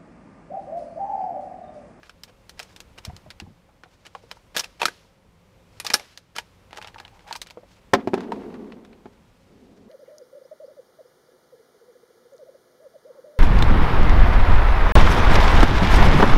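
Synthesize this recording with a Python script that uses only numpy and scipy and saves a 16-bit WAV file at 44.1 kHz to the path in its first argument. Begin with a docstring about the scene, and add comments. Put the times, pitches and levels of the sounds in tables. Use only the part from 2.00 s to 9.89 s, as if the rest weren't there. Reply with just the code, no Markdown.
"""A shotgun is handled close by, in a small metal boat on a quiet river. Its steel parts tick and scrape,
the action (the loading mechanism) is racked open and slammed shut, and a shell is thumbed in.
Sleeves rustle, a palm rubs the stock and boots bump the hollow hull. Near 6 s a shot from some way off
rings the boat and rolls along the wooded banks, and a shell drops on the deck."""
import sys
import numpy as np
from scipy import signal
from scipy.fft import rfft, irfft
from scipy.io import wavfile
from scipy.ndimage import uniform_filter1d

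SR = 44100
rng = np.random.default_rng(int(sys.argv[2]) if len(sys.argv) > 2 else 0)


def to_wav(s):
    """Save 16-bit WAV."""
    ch = np.atleast_2d(s).T  # columns
    pcm = np.round(np.clip(ch, -1, 1) * 32767)  # PCM
    wavfile.write(sys.argv[1], SR, pcm.astype(np.int16))


N = 347934
T = np.arange(N) / SR

# the tones at which the gun rings: pitch_hz, level_db, ring_s (time to fade by 60 dB)
GUN_TONES = [(570, -9.5, 0.044), (847, -3.5, 0.089), (959, -1.5, 0.03), (1250, -3.5, 0.018),
             (1697, 1.5, 0.073), (2000, -5, 0.027), (2440, 0, 0.068), (3150, -2, 0.027), (4700, -15, 0.057),
             (5490, 2.5, 0.028), (5970, -4.5, 0.028), (6540, -2, 0.026), (12300, -6.5, .04),
             (12870, 2.5, 0.046)]
# how low or bright steel on steel sounds: frequency_hz, level_db
STEEL_COLOUR = [(100, -18.5), (250, -4.5), (550, 3.5), (1200, 3.5), (2500, 5), (5400, -1), (7600, -5.5),
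                (10500, -10.5), (15000, -15.5)]
# the shot and its separate echoes: start_s, level_db, dull_above_hz, thin_below_hz
SHOT_ARRIVALS = [(5.934, -13.5, 1463, 120), (5.9364, -6, 7500, 290), (5.938, -12.5, 1500, 260),
                 (5.9419, -25, 2530, 202), (5.9487, -17, 2000, 398), (6.0738, -17, 230, 235),
                 (6.1346, -17, 200, 235), (6.14, -17, 650, 235), (6.177, -27, 450, 230),
                 (7.057, -37, 498, 200)]


def gain(db):
    """Turn decibels into a number to multiply by."""
    return 10 ** (np.asarray(db) / 20)


def unit(x):
    """Scale to an average (rms) level of 1."""
    return x / np.sqrt(np.mean(x ** 2))


def fade(t, fade_s):
    """A level that falls by 60 dB in fade_s seconds."""
    return np.exp(-np.log(1000) * t / fade_s)


def punch(x):
    """Scale a blow to an average level of 1 over its first 8 ms."""
    return x / np.sqrt(np.mean(x[:int(.008 * SR)] ** 2))


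def add(out, start_s, x):
    """Mix x into out from start_s on."""
    i = max(int(start_s * SR), 0)
    out[i:i + len(x)] += x[:N - i]


def band(x, hz, kind, order=2):
    """Keep the lows, the highs or a band in between."""
    sections = signal.butter(order, np.minimum(hz, SR / 2 - 1000), kind, fs=SR, output="sos")
    return signal.sosfilt(sections, x)


def colour(x, points, size=4096):
    """Shape bass and treble along a curve of (frequency_hz, level_db) points."""
    hz, db = np.transpose(points)
    grid_hz = np.maximum(np.fft.rfftfreq(size, 1 / SR), 1)
    curve_db = np.interp(np.log(grid_hz), np.log(hz), db)
    cepstrum = irfft(np.log(gain(curve_db)))
    # fold it so that the filter never sounds ahead of its input
    cepstrum[1:size // 2] *= 2
    cepstrum[size // 2 + 1:] = 0
    response = irfft(np.exp(rfft(cepstrum)))[:size // 2]
    return signal.fftconvolve(x, response)[:len(x)]


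def ring(tones, t):
    """The fading tones of an object tapped once, with a total energy of 1."""
    y = sum(gain(db) / np.sqrt(ring_s) * fade(t, ring_s) * np.sin(2 * np.pi * hz * t)
            for hz, db, ring_s in tones)
    return y / np.linalg.norm(y)


def waver(spread_db, per_s):
    """A gain that drifts at random by about spread_db, turning per_s times a second."""
    hold = int(SR / per_s)
    steps = np.repeat(rng.standard_normal(N // hold + 1), hold)
    return gain(spread_db * unit(uniform_filter1d(steps, hold)[:N]))


def noise(points):
    """Steady noise of a given colour, at level 1."""
    return unit(colour(rng.standard_normal(N), points))


def strokes(moves, taper):
    """Level of movements that swell, hold and ease off; taper is the share spent on each slope."""
    level = np.zeros(N)
    for start_s, length_s, db in moves:
        inside_s = np.minimum(T - start_s, start_s + length_s - T)
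        level += gain(db) * np.sin(np.pi / 2 * np.clip(inside_s / (taper * length_s), 0, 1))
    return level


def river_air(level_db=-57.5):
    """Quiet open air, gently wavering, with a faint far drone in it."""
    # still air over the river: frequency_hz, level_db
    air_colour = [(15, -34.5), (25, -0.5), (106, -4), (150, -12.5), (181, -3.5), (202, -9.5), (363, -15),
                  (450, -13.5), (529, -13), (621, -18.5), (811, -17.5), (978, -17.5), (1760, -24.5),
                  (2180, -23.5), (15000, -43)]
    # narrow bands of noise that make the drone: pitch_hz, width_hz, level_db
    drone_bands = [(107, 27, -67), (169, 10, -68.5), (536.8, 47, -69.5)]
    drone = np.zeros(N)
    for hz, width, db in drone_bands:
        hum = band(rng.standard_normal(N), [hz - width / 2, hz + width / 2], "band", order=1)
        drone += gain(db) * unit(hum)
    return gain(level_db) * noise(air_colour) * waver(2.03, per_s=3) + drone


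def sleeves():
    """Sleeves rub unevenly as the arms move."""
    # arm movements: start_s, length_s, level_db
    arm_moves = [(0, 0.11, -66), (.55, 0.25, -63), (1.76, 0.81, -65.5), (2.55, 0.38, -69),
                 (3.65, 0.57, -60.5), (4.65, 1, -71), (5.66, 0.14, -62), (6.9, 1.3, -72)]
    # rubbing cloth: frequency_hz, level_db
    cloth_colour = [(200, -6.5), (800, 4.5), (3000, 0.5), (5500, -1), (9000, -11.5), (15000, -23)]
    return noise(cloth_colour) * strokes(arm_moves, taper=0.44) * waver(3, per_s=76)


def slides(catches_per_s=2500):
    """Sliding parts and fingers catch and slip, making a dense, uneven run of tiny clicks."""
    # sliding movements on the gun: start_s, length_s, level_db
    moves = [(0.026, 0.053, -57.5), (0.276, 0.029, -55), (0.571, 0.073, -52.5), (0.688, 0.031, -58.5),
             (0.975, 0.022, -46), (1.031, 0.075, -56), (2.05, 0.016, -47), (2.306, .006, -51),
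             (2.544, .02, -40), (2.572, 0.034, -33.5), (2.63, 0.036, -46.5), (2.795, 0.024, -38),
             (3.845, 0.052, -38), (3.897, 0.036, -39), (4.349, 0.059, -40.5), (4.757, 0.036, -45.5),
             (4.818, 0.099, -60), (5.271, 0.04, -49)]
    catches = (rng.random(N) < catches_per_s / SR) * rng.choice([-1, 1], N)
    clicks = unit(catches * gain(5 * rng.standard_normal(N)))
    friction = clicks + gain(-3) * rng.standard_normal(N)
    gun_ring = signal.fftconvolve(friction, ring(GUN_TONES, T[:SR // 5]))[:N]
    scrape = unit(colour(friction + gain(-11) * gun_ring, STEEL_COLOUR))
    push = np.zeros(N)
    for start_s, length_s, db in moves:
        add(push, start_s, gain(db) * signal.windows.tukey(int(length_s * SR), .3))
    return push * band(scrape, 7000, "low", order=1)


def steel_hit(t, body_db, treble_db, part_hz, crack_s, rattle_db, rattle_s, gun_db, part_db, top_hz):
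    """A hard crack rings the struck part and the whole gun, then rattles out."""
    crack = rng.standard_normal(len(t)) * fade(t, crack_s)
    rattle = rng.standard_normal(len(t)) * fade(t, rattle_s)
    part_ring = band(crack, [part_hz / 1.06, part_hz * 1.06], "band", order=1)
    # each blow lands on another spot, so the gun's tones come in a new balance
    tones = [(hz, db + 3 * rng.standard_normal(), ring_s) for hz, db, ring_s in GUN_TONES]
    gun_ring = signal.fftconvolve(crack, ring(tones, t))[:len(t)]
    hit = crack + gain(part_db) * part_ring + gain(gun_db) * gun_ring + gain(rattle_db) * rattle
    hit = colour(hit, STEEL_COLOUR)
    body = band(hit, 1200, "low", order=4)
    middle = band(hit, [1200, 4200], "band", order=3)
    treble = band(hit, 4200, "high", order=4)
    # softer parts stay in touch longer, which takes off the very top
    treble = band(treble, top_hz * gain(treble_db / 2), "low", order=1)
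    return gain(body_db) * punch(body) + punch(middle) + gain(treble_db) * punch(treble)


def tick(t, part_hz, treble_db):
    """One light hit: the larger the part, the lower it sounds and the more it shakes the gun."""
    body_db = -6 - 7.5 * np.log2(part_hz / 2600)
    return steel_hit(t, body_db, treble_db, part_hz, crack_s=0.012, rattle_db=-8.5, rattle_s=0.061,
                     gun_db=-14.5, part_db=5.5, top_hz=14000)


def handling_ticks():
    """Fingers, shells and fittings tap lightly on steel."""
    # light taps: start_s, level_db, treble_db, pitch_hz
    taps = [(0.0317, -52, -9, 1420), (0.095, -45, -7, 2620), (0.2351, -46, 6, 5100),
            (0.4943, -47, 2.5, 3160), (0.5933, -41.5, 3, 2000), (0.5993, -35.5, -6, 2630),
            (0.6291, -50.5, 4.5, 2650), (0.7623, -47.5, -0.5, 3500), (0.8034, -45.5, 2, 2680),
            (0.9841, -43.5, -8, 2970), (1.0505, -40.5, 4, 3000), (1.1649, -50, 2.5, 4100),
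            (1.3037, -42.5, -3.5, 5000), (1.3099, -47, -6, 4630), (1.4, -38, -5.5, 2820),
            (1.8353, -47.5, -12.5, 1410), (2.0653, -45, -5, 2980), (2.1503, -48, -7, 2350),
            (2.3136, -36.5, -4.5, 2410), (4.1748, -44.5, 2, 4200), (4.7297, -43, -11.5, 1260),
            (4.7731, -41.5, -3, 2000), (4.8152, -42.5, -10, 2480), (4.8247, -42.5, -7, 3020),
            (4.8454, -41, -14, 2110), (4.873, -43.5, -4.5, 2610), (4.9823, -49, -9, 2450),
            (5, -43.5, -5.5, 1310), (5.0504, -43, -13.5, 2950), (5.3085, -44, -10, 1600),
            (5.3266, -35, 0, 3380), (5.354, -39, -4, 2330), (5.361, -45, 7.5, 3200),
            (5.4164, -38, 3.5, 3800), (5.428, -50, -2, 3960), (5.47, -49.5, -1.5, 4000),
            (5.501, -51, -3, 2360), (5.507, -46, -3, 2350), (6.074, -42, -8, 2600), (6.1405, -34, -8, 2600),
            (6.18, -45, -14, 1300), (6.206, -44, -9, 1302), (6.233, -57, -10, 2020), (6.32, -43, -8, 1590),
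            (6.5411, -51, -12, 1950), (6.7213, -46.5, -18, 2365), (6.8489, -54, -9, 1600),
            (6.93, -55.5, -20, 2400)]
    out, t = np.zeros(N), T[:SR // 9]
    for start_s, db, treble_db, part_hz in taps:
        add(out, start_s, gain(db) * tick(t, part_hz, treble_db))
    return out


def knocks(rise_s=0.00062, middle_hz=824):
    """A soft bump rings one hollow tone, with a dull thud around it."""
    # bumps on stock, deck and hull: start_s, level_db, pitch_hz
    bumps = [(.295, -46.5, 522), (1.066, -39, 660), (1.078, -35.5, 82.4), (1.097, -33, 733),
             (1.133, -40, 89), (1.262, -39, 609), (1.271, -44.5, 121), (1.419, -37.5, 212),
             (1.421, -40, 86.5), (1.464, -43, 810), (1.471, -42, 150), (1.505, -45, 120), (1.69, -48, 835),
             (1.858, -44, 740), (2.15, -26, 1090), (2.153, -30.5, 775), (2.235, -43.5, 470),
             (2.369, -44.5, 910), (2.8165, -14, 930), (2.8295, -29.5, 627), (2.8557, -36.5, 245),
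             (3.045, -49, 451), (3.25, -56, 419), (3.94, -26.5, 395), (4.007, -39, 570),
             (4.383, -26.5, 906), (4.784, -28, 862), (4.959, -32, 904), (5.3095, -22, 900),
             (5.355, -29.5, 940), (5.572, -31, 498), (5.631, -39.5, 564), (6.32, -15.5, 922)]
    out, t = np.zeros(N), T[:SR // 3]
    for start_s, db, hz in bumps:
        # big, low panels ring longer and less purely than the stock
        ring_s = .04 * (hz / middle_hz) ** -0.5
        thud_db = -7 - 3.5 * np.log2(hz / middle_hz)
        thud = unit(band(rng.standard_normal(len(t)), [hz / 2, hz * 1.4], "band"))
        level = gain(db) * (1 - np.exp(-t / rise_s)) * fade(t, ring_s)
        add(out, start_s, level * (np.sin(2 * np.pi * hz * t) + gain(thud_db) * thud))
    return out


def gun_action(spring_db=-24):
    """The loading mechanism strikes steel on steel, and every blow shakes its spring."""
    # heavy blows: start_s, level_db, body_db, treble_db, pitch_hz
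    blows = [(2.5649, -27.5, -0.5, 1, 1710), (2.5704, -28, -15, 2.5, 3320), (2.58, -38, -9.5, 10, 2110),
             (2.594, -32, -7.5, 6, 5250), (2.5976, -43, -4.5, 18, 5360), (2.6061, -36.5, -6.5, 2, 5250),
             (2.6375, -43, -14, -8, 2540), (2.6425, -36.5, -14, -3, 2630), (2.8162, -22, -5.5, -10, 2500),
             (2.8304, -25.5, 2, -9, 2470), (2.8546, -17, -11, -3.5, 1300), (2.8827, -29.5, -4, -12, 1500),
             (3.7998, -34.5, -10, 0.5, 9900), (3.8475, -41.5, 5, 4.5, 2460),
             (3.8659, -30.5, -17.5, 2.5, 5200), (3.871, -45, -6, 11.5, 5470),
             (3.9018, -26, -7.5, -5.5, 1920), (3.9362, -31, -0.5, 8, 5200), (3.94, -21.5, -2, 9.5, 5450),
             (3.9425, -24, -10, -7.5, 1600), (3.9506, -34, -6, 4.5, 5430), (3.9961, -42, -1, -4, 2140),
             (4.3631, -36.5, -2.5, -1.5, 1350), (4.3835, -27.5, -11, -6, 1955)]
    # the tones of the spring: pitch_hz, level_db, ring_s
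    spring_tones = [(9535, -2, .07), (9670, -1, .03), (10400, -3, .025), (11300, -9, .11), (12600, -9, .03)]
    # the spring twangs as the latch lets go and as the bolt slams home: start_s, level_db
    twangs = [(3.8, -39), (3.94, -22)]
    out, t = np.zeros(N), T[:SR // 9]
    spring = punch(ring(spring_tones, t))
    for start_s, db, body_db, treble_db, part_hz in blows:
        blow = steel_hit(t, body_db, treble_db, part_hz, crack_s=.022, rattle_db=-11, rattle_s=0.08,
                         gun_db=-11.5, part_db=8.5, top_hz=16540)
        add(out, start_s, gain(db) * (blow + gain(spring_db) * spring))
    for start_s, db in twangs:
        add(out, start_s, gain(db) * spring)
    return out


def loose_fittings(gap_s=.035, middle_hz=2100, spread_octaves=0.36, spread_db=2):
    """Loose fittings chatter as the grip shifts: faint ticks of random timing, strength and pitch."""
    # shifts of the grip: start_s, length_s, level_db
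    grip_shifts = [(4.699, .09, -53), (4.86, .03, -47), (4.94, .06, -48), (5.059, .03, -53.5),
                   (5.161, .06, -55.5), (5.435, .06, -54)]
    out, t = np.zeros(N), T[:SR // 12]
    for start_s, length_s, db in grip_shifts:
        for slot_s in np.arange(start_s, start_s + length_s, gap_s):
            strength, pitch = rng.standard_normal(2)
            tick_s = slot_s + gap_s * rng.random()
            part_hz = middle_hz * 2 ** (spread_octaves * pitch)
            add(out, tick_s, gain(db + spread_db * strength) * tick(t, part_hz, treble_db=-11))
    return out


def palm_rub(stock_hz=920):
    """Skin drags on the stock, sounding its hollow tone under a gritty scrape."""
    # strokes of the palm: start_s, length_s, level_db
    rubs = [(4.7, 0.23, -55.5), (4.92, 0.34, -64), (5.24, 0.14, -53)]
    hollow = unit(band(rng.standard_normal(N), [stock_hz / 1.16, stock_hz * 0.97], "band", order=1))
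    grit = unit(band(rng.standard_normal(N), [700, 2500], "band") * waver(7, per_s=300))
    return (hollow + gain(-4) * grit) * strokes(rubs, taper=0.26) * waver(4, per_s=67)


def shot(wave_s=0.0022, scatter_s=0.048):
    """Each arrival is a pressure wave that rings the hull and scatters among the things on board."""
    # the scattered blast: frequency_hz, level_db
    blast_colour = [(40, -37.5), (110, 7.5), (250, -0.5), (400, 1.5), (750, 5), (1200, -7), (1800, -4.5),
                    (2600, -10.5), (5000, -13.5), (9000, -29), (15000, -28)]
    # the tones of the metal hull: pitch_hz, level_db, ring_s
    hull_tones = [(145.5, -16.5, .2), (215, -14.5, .12), (266, -1.5, 0.19), (389, 7, 0.072),
                  (434, -5, 0.14), (557, -15.5, 0.098), (706, -6, 0.05), (722, -8.5, 0.18), (860, 0, 0.12),
                  (1054, -3, 0.051), (1308, -9.5, 0.056), (1625, -6, .045), (2060, -15, .05)]
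    out, t = np.zeros(N), T[:SR // 3]
    wave = (1 - 2 * t / wave_s) * (t < wave_s)  # shaped like the letter N
    wave = band(wave, 7000, "low", order=1)  # the air softens its edges
    hull = ring(hull_tones, t)
    for start_s, db, dull_hz, thin_hz in SHOT_ARRIVALS:
        scatter = colour(rng.standard_normal(len(t)) * fade(t, scatter_s), blast_colour)
        blast = wave / np.linalg.norm(wave) + gain(1) * scatter / np.linalg.norm(scatter) + hull
        # small surfaces send back no bass, rough or far ones no treble
        blast = band(blast, thin_hz, "high")
        blast = band(blast, dull_hz, "low", order=1)
        add(out, start_s, gain(db) * punch(blast))
    return out


def swell(start_s, length_s, rise_s, sag_db_per_s, fade_s):
    """Level of an echo: it builds up, sags while more trees answer, then dies away."""
    age_s = np.maximum(T - start_s, 0)
    rise = 1 - np.exp(-age_s / rise_s)
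    sag = gain(-sag_db_per_s * np.minimum(age_s, length_s))
    return rise * sag * fade(np.maximum(age_s - length_s, 0), fade_s)


def rolling_echo():
    """Countless tree trunks send the shot back; the far ones return mostly its low part."""
    # stretches of woodland that answer: start_s, length_s, rumble_db, crackle_db
    woods = [(6.121, 0.51, -30.5, -48), (7.425, .6, -50, -78)]
    # the low part of the echo: frequency_hz, level_db
    rumble_colour = [(80, -24.5), (150, -15.5), (215, 4), (260, 1.5), (320, -5.5), (410, -0.5),
                     (540, -13.5), (750, -15.5), (1100, -28.5), (2000, -69)]
    # the high part of the echo: frequency_hz, level_db
    crackle_colour = [(400, -15.5), (900, 7), (1300, -1), (2000, -5.5), (3500, -15), (6000, -26),
                      (12000, -48.5)]
    rumble_power, crackle_power = np.zeros(N), np.zeros(N)
    # trees right beside the boat add a short tail to each arrival
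    for start_s, db, _, _ in SHOT_ARRIVALS:
        tail = gain(db) * swell(start_s, length_s=0, rise_s=0.0098, sag_db_per_s=0, fade_s=0.31)
        rumble_power += (gain(-16) * tail) ** 2
        crackle_power += (gain(-30.5) * tail) ** 2
    # the longer the way, the more slowly an echo builds up and sags
    for start_s, length_s, rumble_db, crackle_db in woods:
        delay_s = start_s - SHOT_ARRIVALS[0][0]
        echo = swell(start_s, length_s, rise_s=0.11 * delay_s, sag_db_per_s=2.7 / delay_s, fade_s=1.41)
        rumble_power += (gain(rumble_db) * echo) ** 2
        crackle_power += (gain(crackle_db) * echo) ** 2
    rumble = noise(rumble_colour) * np.sqrt(rumble_power) * waver(1, per_s=50)
    crackle = noise(crackle_colour) * np.sqrt(crackle_power) * waver(4, per_s=120)
    return rumble + crackle


def with_hull_and_banks(near, boom_db=-24, boom_s=0.14, tail_db=-29, tail_s=0.73):
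    """Near sounds boom briefly in the hull; bushes on the banks scatter them into a faint hiss."""
    # what the banks send back: frequency_hz, level_db
    bank_colour = [(150, -10), (400, 4), (700, -1), (1500, 2), (3000, 2), (5500, -0.5), (8000, -11.5),
                   (11000, -12), (15000, -22)]
    t = T[:SR]
    decay = fade(t, tail_s) ** 2 * (t > .012)
    tail_power = np.maximum(signal.fftconvolve(near ** 2, decay / decay.sum())[:N], 0)
    hull = band(rng.standard_normal(SR), [180, 700], "band") * fade(t, boom_s)
    boom = signal.fftconvolve(near, hull / np.linalg.norm(hull))[:N]
    return near + gain(boom_db) * boom + gain(tail_db) * np.sqrt(tail_power) * noise(bank_colour)


def scene():
    """Mix everything heard from the boat into one channel."""
    around = palm_rub() + sleeves() + shot() + rolling_echo() + river_air()
    handling = gun_action() + handling_ticks() + slides() + knocks() + loose_fittings()
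    return (around + with_hull_and_banks(handling))[None]


def record(dry):
    """Round off the loudest peaks and cut the treble above 15400 Hz."""
    treble_cut = signal.ellip(8, .2, 80, 15400, fs=SR, output="sos")
    return signal.sosfilt(treble_cut, np.tanh(dry))


dry = scene()
out = record(dry)
to_wav(out)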